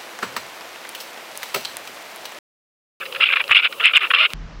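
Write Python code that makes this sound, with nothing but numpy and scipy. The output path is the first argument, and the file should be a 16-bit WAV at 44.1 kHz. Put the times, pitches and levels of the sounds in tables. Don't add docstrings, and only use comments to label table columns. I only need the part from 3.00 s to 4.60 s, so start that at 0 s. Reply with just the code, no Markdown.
import sys
import numpy as np
from scipy import signal
from scipy.fft import rfft, irfft, next_fast_len
from scipy.io import wavfile
from scipy.ndimage import uniform_filter1d, minimum_filter1d, map_coordinates

SR = 44100
rng = np.random.default_rng(int(sys.argv[2]) if len(sys.argv) > 2 else 0)


def gain_from_db(level_db):
    decades = np.asarray(level_db, float) / 20
    return 10 ** decades


def put_to_file(sound):
    columns = np.atleast_2d(sound).T
    safe = np.clip(columns, -1, 1)
    whole_steps = np.round(safe * 32767)
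    wavfile.write(sys.argv[1], SR, whole_steps.astype(np.int16))


N = 70560
T = np.arange(N) / SR

# start in seconds, length in seconds, level in dB,
# low housing ring compared with the main ring in dB.
SCRAPES = [(0.002, 0.04, -31, 8), (0.05, 0.02, -32, 8.5), (0.116, 0.017, -34, -2),
           (0.144, 0.011, -24.5, 13.5), (0.157, 0.013, -21.5, 11), (0.198, 0.011, -27, 20.5),
           (0.203, 0.047, -11.5, 1), (0.249, 0.033, -17.5, -1), (0.279, 0.044, -22.5, 5),
           (0.32, 0.027, -16.5, 8), (0.355, 0.023, -12, 6), (0.375, 0.02, -23, 2), (0.391, 0.029, -19, 11),
           (.438, 0.004, -39, -12.5), (0.488, 0.02, -26, 14), (0.505, 0.032, -12.5, 6.5),
           (0.544, 0.043, -8, -2), (0.582, 0.028, -16, 3), (0.618, 0.031, -19.5, 3.5),
           (0.641, 0.024, -12, 4.5), (0.659, 0.021, -24.5, -1), (0.721, 0.013, -25.5, 12),
           (0.795, 0.028, -23.5, 13.5), (0.822, 0.02, -24, 15), (0.835, 0.051, -8.5, -3.5),
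           (0.881, 0.042, -25.5, 5.5), (0.932, 0.016, -12.5, 9), (0.946, 0.037, -7.5, 0.5),
           (0.988, 0.015, -24.5, 8.5), (1.004, 0.026, -20, 8), (1.025, 0.032, -20, 10),
           (1.05, 0.028, -29, 10.5), (1.1, 0.023, -14.5, 9), (1.133, 0.012, -7, 13), (1.142, 0.015, -6, -1),
           (1.156, 0.028, -20, 10.5), (1.179, 0.088, -12.5, 3.5), (1.3, 0.04, -40.5, -2)]
SCRAPE_RISE_S, SCRAPE_FALL_S = 0.0054, 0.008
# time in seconds, peak in dB.
TICKS = [(0.0545, -24.5), (0.0599, -25), (0.0632, -27), (0.1246, -22.5), (0.148, -25), (0.1633, -25),
         (0.44, -22), (0.479, -19), (0.726, -20), (1.3037, -26.5)]
# time in seconds, peak in dB, ringing pitch in Hz.
JOLTS = [(0.0635, -21.5, 2586), (0.1271, -19.5, 3040), (0.151, -17, 2860), (0.1625, -17.5, 2680),
         (0.2103, -5, 2690), (0.2195, -9, 2530), (0.2324, -2.5, 2790), (0.2398, -1, 2830),
         (0.2597, -8.3, 2740), (0.2905, -5.5, 2610), (0.3034, -9, 2460), (0.313, -9.5, 2480),
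         (0.335, -5, 2380), (0.3636, -8, 2520), (0.3668, -7.5, 2520), (0.4055, -6.5, 2460),
         (0.4136, -9.5, 2370), (0.4412, -17.5, 2690), (0.4987, -16, 2960), (0.5168, 0.4, 2660),
         (0.525, -4.5, 2630), (0.5322, -4.5, 2740), (0.5515, -3, 2790), (0.5595, -0.5, 2620),
         (0.5696, 0.25, 2740), (0.5736, -3.5, 2850), (0.5903, -7, 2600), (0.6035, -10, 2360),
         (0.6344, -9, 2580), (0.656, -6.5, 2640), (0.8001, -15, 2630), (0.8113, -9.5, 2880),
         (0.8315, -14.5, 2750), (0.8406, -8.2, 2700), (0.8464, -4, 2510), (0.8573, 2.33, 2580),
         (0.867, -2, 2640), (0.8763, -9, 2580), (0.8808, -5, 2900), (0.8988, -13, 2630),
         (0.9392, -8.5, 2960), (0.9599, -0.5, 2940), (0.968, 1.2, 2690), (0.9732, 1.3, 2530),
         (1.0185, -15, 2583), (1.0393, -14.5, 2770), (1.0458, -11.7, 2660), (1.1093, -6.5, 2740),
         (1.1161, -16, 2860), (1.141, -3, 2640), (1.1497, -0.8, 2800), (1.1643, -7.5, 2630),
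         (1.1966, -7.4, 2810), (1.2051, -3, 2730), (1.2129, -4, 2620), (1.2445, -6.5, 2840),
         (1.2599, -6, 2850)]
JOLT_BEAT, JOLT_LOW = 0.54, 0.12
# time in seconds, regular slips per second, regular share from 0 to 1.
CREAK = [(0, 600, .2), (.22, 670, .45), (.272, 810, .75), (.305, 555, .55), (.37, 585, .45),
         (.415, 500, .35), (.53, 610, .4), (.56, 700, .4), (.655, 750, .5), (.81, 680, .45), (.87, 700, .3),
         (.94, 600, .35), (1.11, 560, .3), (1.185, 575, .75), (1.207, 655, .8), (1.222, 625, .8),
         (1.233, 725, .7), (1.27, 715, .75)]
# pitch in Hz, width in Hz, level in dB.
SHELL = [(2136, 210, 1.5), (2428, 404, 6.5), (2690, 490, 7), (3290, 470, -2.5), (3750, 110, -45)]
# pitch in Hz, width in Hz, level in dB.
SHELL_LOW = [(796, 380, -24.5), (1270, 540, -14), (1381, 294, -2), (1757, 450, -4.5)]
# pitch in Hz, width in Hz, level in dB.
SHELL_TOP = [(5035, 370, -24), (9130, 2200, -39)]
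# pitch in Hz, width in Hz, level in dB.
TICK_MODES = [(3950, 260, 9), (4960, 500, 0)]
# pitch in Hz, width in Hz, level in dB.
BODY = [(682, 380, -21.5)]
# start in seconds, length in seconds, first Hz, last Hz,
# level in dB.
OVERTONES = [
    (.204, 0.029, 1320, 1274, -24.5),
    (.253, 0.029, 3420, 3210, -24),
    (.298, .022, 1685, 1626, -26),
    (.522, 0.022, 2860, 3020, -21),
    (.563, .02, 3475, 3410, -18.5),
    (.644, .02, 1520, 1474, -23),
]
# start in seconds, length in seconds, first Hz, last Hz, level in dB.
WHISTLES = [(0, .115, 555, 530, -43), (.11, .11, 525, 560, -42), (.29, .06, 580, 500, -46),
            (.375, .055, 580, 380, -46), (.43, .065, 560, 530, -46), (.59, .025, 540, 520, -48),
            (.685, .035, 530, 540, -44), (.745, .06, 510, 550, -46), (.81, .04, 470, 430, -45),
            (.8, .055, 720, 600, -45), (.91, .045, 500, 600, -49), (.99, .07, 430, 340, -49),
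            (1.085, .09, 520, 470, -47), (1.165, .04, 540, 620, -47), (1.195, .045, 650, 635, -40),
            (1.23, .045, 570, 440, -45)]
# time in seconds, level in dB, pitch in Hz.
THUDS = [
    (0.507, -40.5, 92),
    (0.569, -63, 50),
    (0.968, -54, 61),
]
# start in seconds, length in seconds, level in dB.
BUBBLES = [
    (0.357, 0.013, -50),
    (0.412, 0.009, -42),
    (0.477, 0.033, -51),
    (1.028, 0.007, -43.5),
    (1.093, 0.033, -48),
    (0.706, .02, -55),
]
# frequency in Hz, level in dB.
FLOW = [(30, -34), (200, -20.5), (450, -13.5), (800, -16), (1200, -9), (1800, -22.5), (2700, -7.5),
        (4000, -20), (4700, -22), (6000, -34), (8000, -120)]
# frequency in Hz, level in dB.
HISS = [(3000, -37), (4800, -1.5), (6500, 2.5), (8000, 3.5), (14600, 4), (15400, 8.5), (15900, 4)]
# time in seconds, throb in dB, fourth order in dB.
ENGINE = [(1.345, -44, -41.5), (1.359, -31.5, -39), (1.374, -33.5, -51), (1.421, -32, -42.5),
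          (1.463, -36, -42), (1.487, -43, -51), (1.507, -45, -43.5), (1.541, -41, -52), (1.6, -35, -66)]
# frequency in Hz, level in dB.
WIND = [(20, -10), (45, 0.5), (90, -9), (230, -14), (450, -23), (1300, -22), (5900, -37), (7200, -45.5),
        (9000, -65), (10200, -74), (12000, -120)]
CUT_S = 1.33516


def scrape_pushes():
    shapes = []
    for start, length, db, _ in SCRAPES:
        swell = np.sin(np.pi * np.clip((T - start) / length, 0, 1))
        arch = 0.65 + 0.35 * np.minimum(1, length / 0.025 * swell)
        shapes.append(gain_from_db(db) * stroke(start, length, SCRAPE_RISE_S, SCRAPE_FALL_S) * arch)
    shapes = np.array(shapes)
    return shapes.sum(0), gain_from_db(np.array(SCRAPES)[:, 3]) @ shapes


def creak():
    s, rate, share = np.transpose(CREAK)
    cycles = np.cumsum(np.interp(T, s, rate) * (1 + 0.055 * wobble(250))) / SR
    clicks = np.diff(np.floor(cycles), prepend=0) * gain_from_db(2.2 * rng.standard_normal(N))
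    return unit(clicks - clicks.mean()), np.interp(T, s, share)


def slips():
    chatter_db = 0
    draw = rng.random((3, N))
    size = gain_from_db(-2.5 * np.log(draw[1] + 1e-4) + chatter_db * wobble(140))
    return unit((draw[0] < 4000 / SR) * np.sign(draw[2] - 0.5) * size)


def scraping(push, low_push):
    shell, shell_low = resonances(SHELL), resonances(SHELL_LOW)
    tap = filtered(1.0 * (np.arange(N) == 0), shell)
    tap_size, tap_peak = np.linalg.norm(tap), np.abs(tap).max()

    ticks, grip = np.zeros(N), gain_from_db(1.6 * wobble(130))
    for s, db in TICKS:
        ticks[round(s * SR)] = gain_from_db(db)
        grip = grip * (1 - min(gain_from_db(db), 0.8) * np.exp(-((T - s) / 0.0015) ** 2))

    clicks, share = creak()
    even = np.sqrt(grip * share) * clicks
    rough = grip * np.sqrt(1 - share) * slips()
    rub = filtered(even * push, shell) + filtered(even * low_push, shell_low)
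    rub += gliding(rough * push, SHELL) + gliding(rough * low_push, SHELL_LOW)
    rub = sealed(rub / tap_size)

    blows = sealed(filtered(ticks, lambda f: shell(f) + 2.5 * shell_low(f)) / tap_peak)
    light = filtered(ticks * (ticks < 0.2), resonances(TICK_MODES)) / tap_peak
    top = filtered(slips() * push, resonances(SHELL_TOP)) / tap_size
    body = gliding(rough * low_push, BODY) / tap_size
    snags, free = jolts()
    return limited(gain_from_db(-0.5) * rub) * free + snags + blows + top + light + body


def jolts():
    out, free = np.zeros(N + SR), np.ones(N + SR)
    t = np.arange(-200, 500) / SR
    draws = rng.uniform(-1.017, 1, (len(JOLTS), 2))
    for (s, db, hz), (side, turn) in zip(JOLTS, draws):
        rise_s = 0.0014 if db > -16 else 0.0004
        shape = np.where(t < 0, np.exp(-(t / rise_s) ** 2), np.exp(-np.abs(t / 0.0023) ** 1.22))
        wave = lambda ratio: np.cos(2 * np.pi * (hz * ratio * t + turn))
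        neighbour = wave(1 + 0.1 * (side + np.sign(side)))
        ring = wave(1) + JOLT_BEAT * neighbour + JOLT_LOW * wave(0.5 + 0.13 * side)
        first = round((s + t[0]) * SR)
        out[first:][:len(t)] += gain_from_db(db + 0.5) * shape * ring / (1 + JOLT_BEAT)
        free[first:][:len(t)] *= 1 - 0.75 * shape
    return out[:N], free[:N]


def gliding(drive, modes):
    out = np.zeros(N)
    for mode in modes:
        lag = filtered(wobble(30) * 0.04, lambda hz: 1 / (2j * np.pi * hz + 60)) * SR
        ring = map_coordinates(filtered(drive, resonances([mode])), [np.arange(N) + lag], mode="nearest")
        out += gain_from_db(2.5 * wobble(45.02)) * ring
    return out


def sealed(x):
    low = signal.butter(N=8, Wn=3986, btype="low", fs=SR, output="sos")
    high = signal.butter(N=8, Wn=825, btype="high", fs=SR, output="sos")
    return signal.sosfilt(high, signal.sosfilt(low, x))


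def limited(x):
    need = np.minimum(1, 0.72 / (np.abs(x) + 1e-9))
    return x * uniform_filter1d(minimum_filter1d(need, size=122), size=61)


def cut_click():
    swell = np.exp(np.minimum(T - CUT_S, 0) / 0.00024)
    return gain_from_db(-5.5) * swell * np.cos(2 * np.pi * 2750 * (T - CUT_S) + 0.6)


def whistle(rows):
    waver, out = 1 + 0.04 * wobble(90), np.zeros(N)
    for s, length, first_hz, last_hz, db in rows:
        hz = np.interp(T, [s, s + length], [first_hz, last_hz]) * waver
        out += gain_from_db(db) * stroke(s, length, 0.012, 0.012) * np.sin(2 * np.pi * np.cumsum(hz) / SR)
    return np.sqrt(2) * gain_from_db(3 * wobble(49.45)) * out


def soft_bumps():
    out = np.zeros(N)
    for s, db, hz in THUDS:
        out += gain_from_db(db) * np.exp(-((T - s) * hz * 1.9) ** 2) * np.sin(2 * np.pi * hz * (T - s))
    return out


def bubbles():
    fizz = unit(filtered(rng.standard_normal(N), resonances([(10460, 1600, 0)])))
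    return fizz * sum(gain_from_db(db) * stroke(s, length, 0.0039, 0.004) for s, length, db in BUBBLES)


def murmur():
    return gain_from_db(-46.5) * unit(filtered(rng.standard_normal(N), resonances([(491, 197, 0)])))


def water_gain(push):
    hold = 700
    held = -minimum_filter1d(-push ** 2, size=hold, origin=hold // 2 - 1)
    heard = filtered(held, lambda hz: 1 / (1 + 2j * np.pi * hz * 0.011))
    return (1 + np.abs(heard) / gain_from_db(2 * -19.5)) ** -0.5


def under_water():
    push, low_push = scrape_pushes()
    rattle = scraping(push, low_push)
    hum = murmur()
    pocket = bubbles() + soft_bumps() + whistle(WHISTLES)
    flow = gain_from_db(-38.5 + 1.5 * wobble(31.37)) * rush(FLOW, 1.5)
    hiss = gain_from_db(-45.5) * rush(HISS, 0.7)
    return rattle + pocket + water_gain(push) * (flow + hiss + hum)


def deck():
    s, throb_db, order_db = np.transpose(ENGINE)

    def tone(hz):
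        return np.sqrt(2) * np.sin(2 * np.pi * np.cumsum(hz * (1 + 0.016 * wobble(30.1))) / SR)

    throb = gain_from_db(np.interp(T, s, throb_db)) * tone(40.8)
    order = gain_from_db(np.interp(T, s, order_db)) * tone(158.9)
    wind = gain_from_db(-40 + 1.0 * wobble(10.6)) * rush(WIND, 1.2)
    return throb + order + wind


def rush(points, patchy_db):
    z = signal.stft(rng.standard_normal(N), nperseg=512)[2]
    patches = uniform_filter1d(uniform_filter1d(rng.standard_normal(z.shape), 6, 0), 8, 1)
    x = signal.istft(z * gain_from_db(patchy_db * unit(patches)), nperseg=512)[1][:N]
    f, db = np.transpose(points)
    return unit(filtered(x, lambda hz: gain_from_db(np.interp(np.log(hz + 1), np.log(f + 1), db))))


def unit(x):
    return x / np.sqrt(np.mean(x ** 2) + 1e-20)


def wobble(rate):
    return map_coordinates(rng.standard_normal(int(N * rate / SR) + 4), [T * rate])


def filtered(x, response):
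    m = next_fast_len(N + SR // 2)
    return irfft(rfft(x, m) * response(np.fft.rfftfreq(m, 1 / SR)), m)[:N]


def resonances(modes):
    peak = lambda f, c, w: 1j * f * w / (c * c - f * f + 1j * f * w)
    return lambda f: sum(gain_from_db(db) * peak(f, c, w) * peak(f, c, 2 * w) for c, w, db in modes)


def stroke(start, length, rise, fall):
    dying = np.exp(-np.clip(T - start - length + fall, 0, None) / (fall * 0.7))
    return np.clip((T - start) / rise, 0, 1) * dying


def scene():
    below = under_water() + cut_click()
    above = deck()
    return np.where(T < CUT_S, below + whistle(OVERTONES), above)[None]


def top_cut(x):
    return signal.sosfilt(signal.butter(12, 15900, fs=SR, output="sos"), x)


def record(dry):
    clipped = dry[0] / (1 + np.abs(dry[0]) ** 30) ** (1 / 30)
    water = clipped * (T < CUT_S + 0.01)
    too_high = filtered(water, lambda hz: 1 - np.clip((15880 - hz) / 150, 0, 1))
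    return top_cut((clipped - too_high)[None])


dry = scene()
out = record(dry)
put_to_file(out)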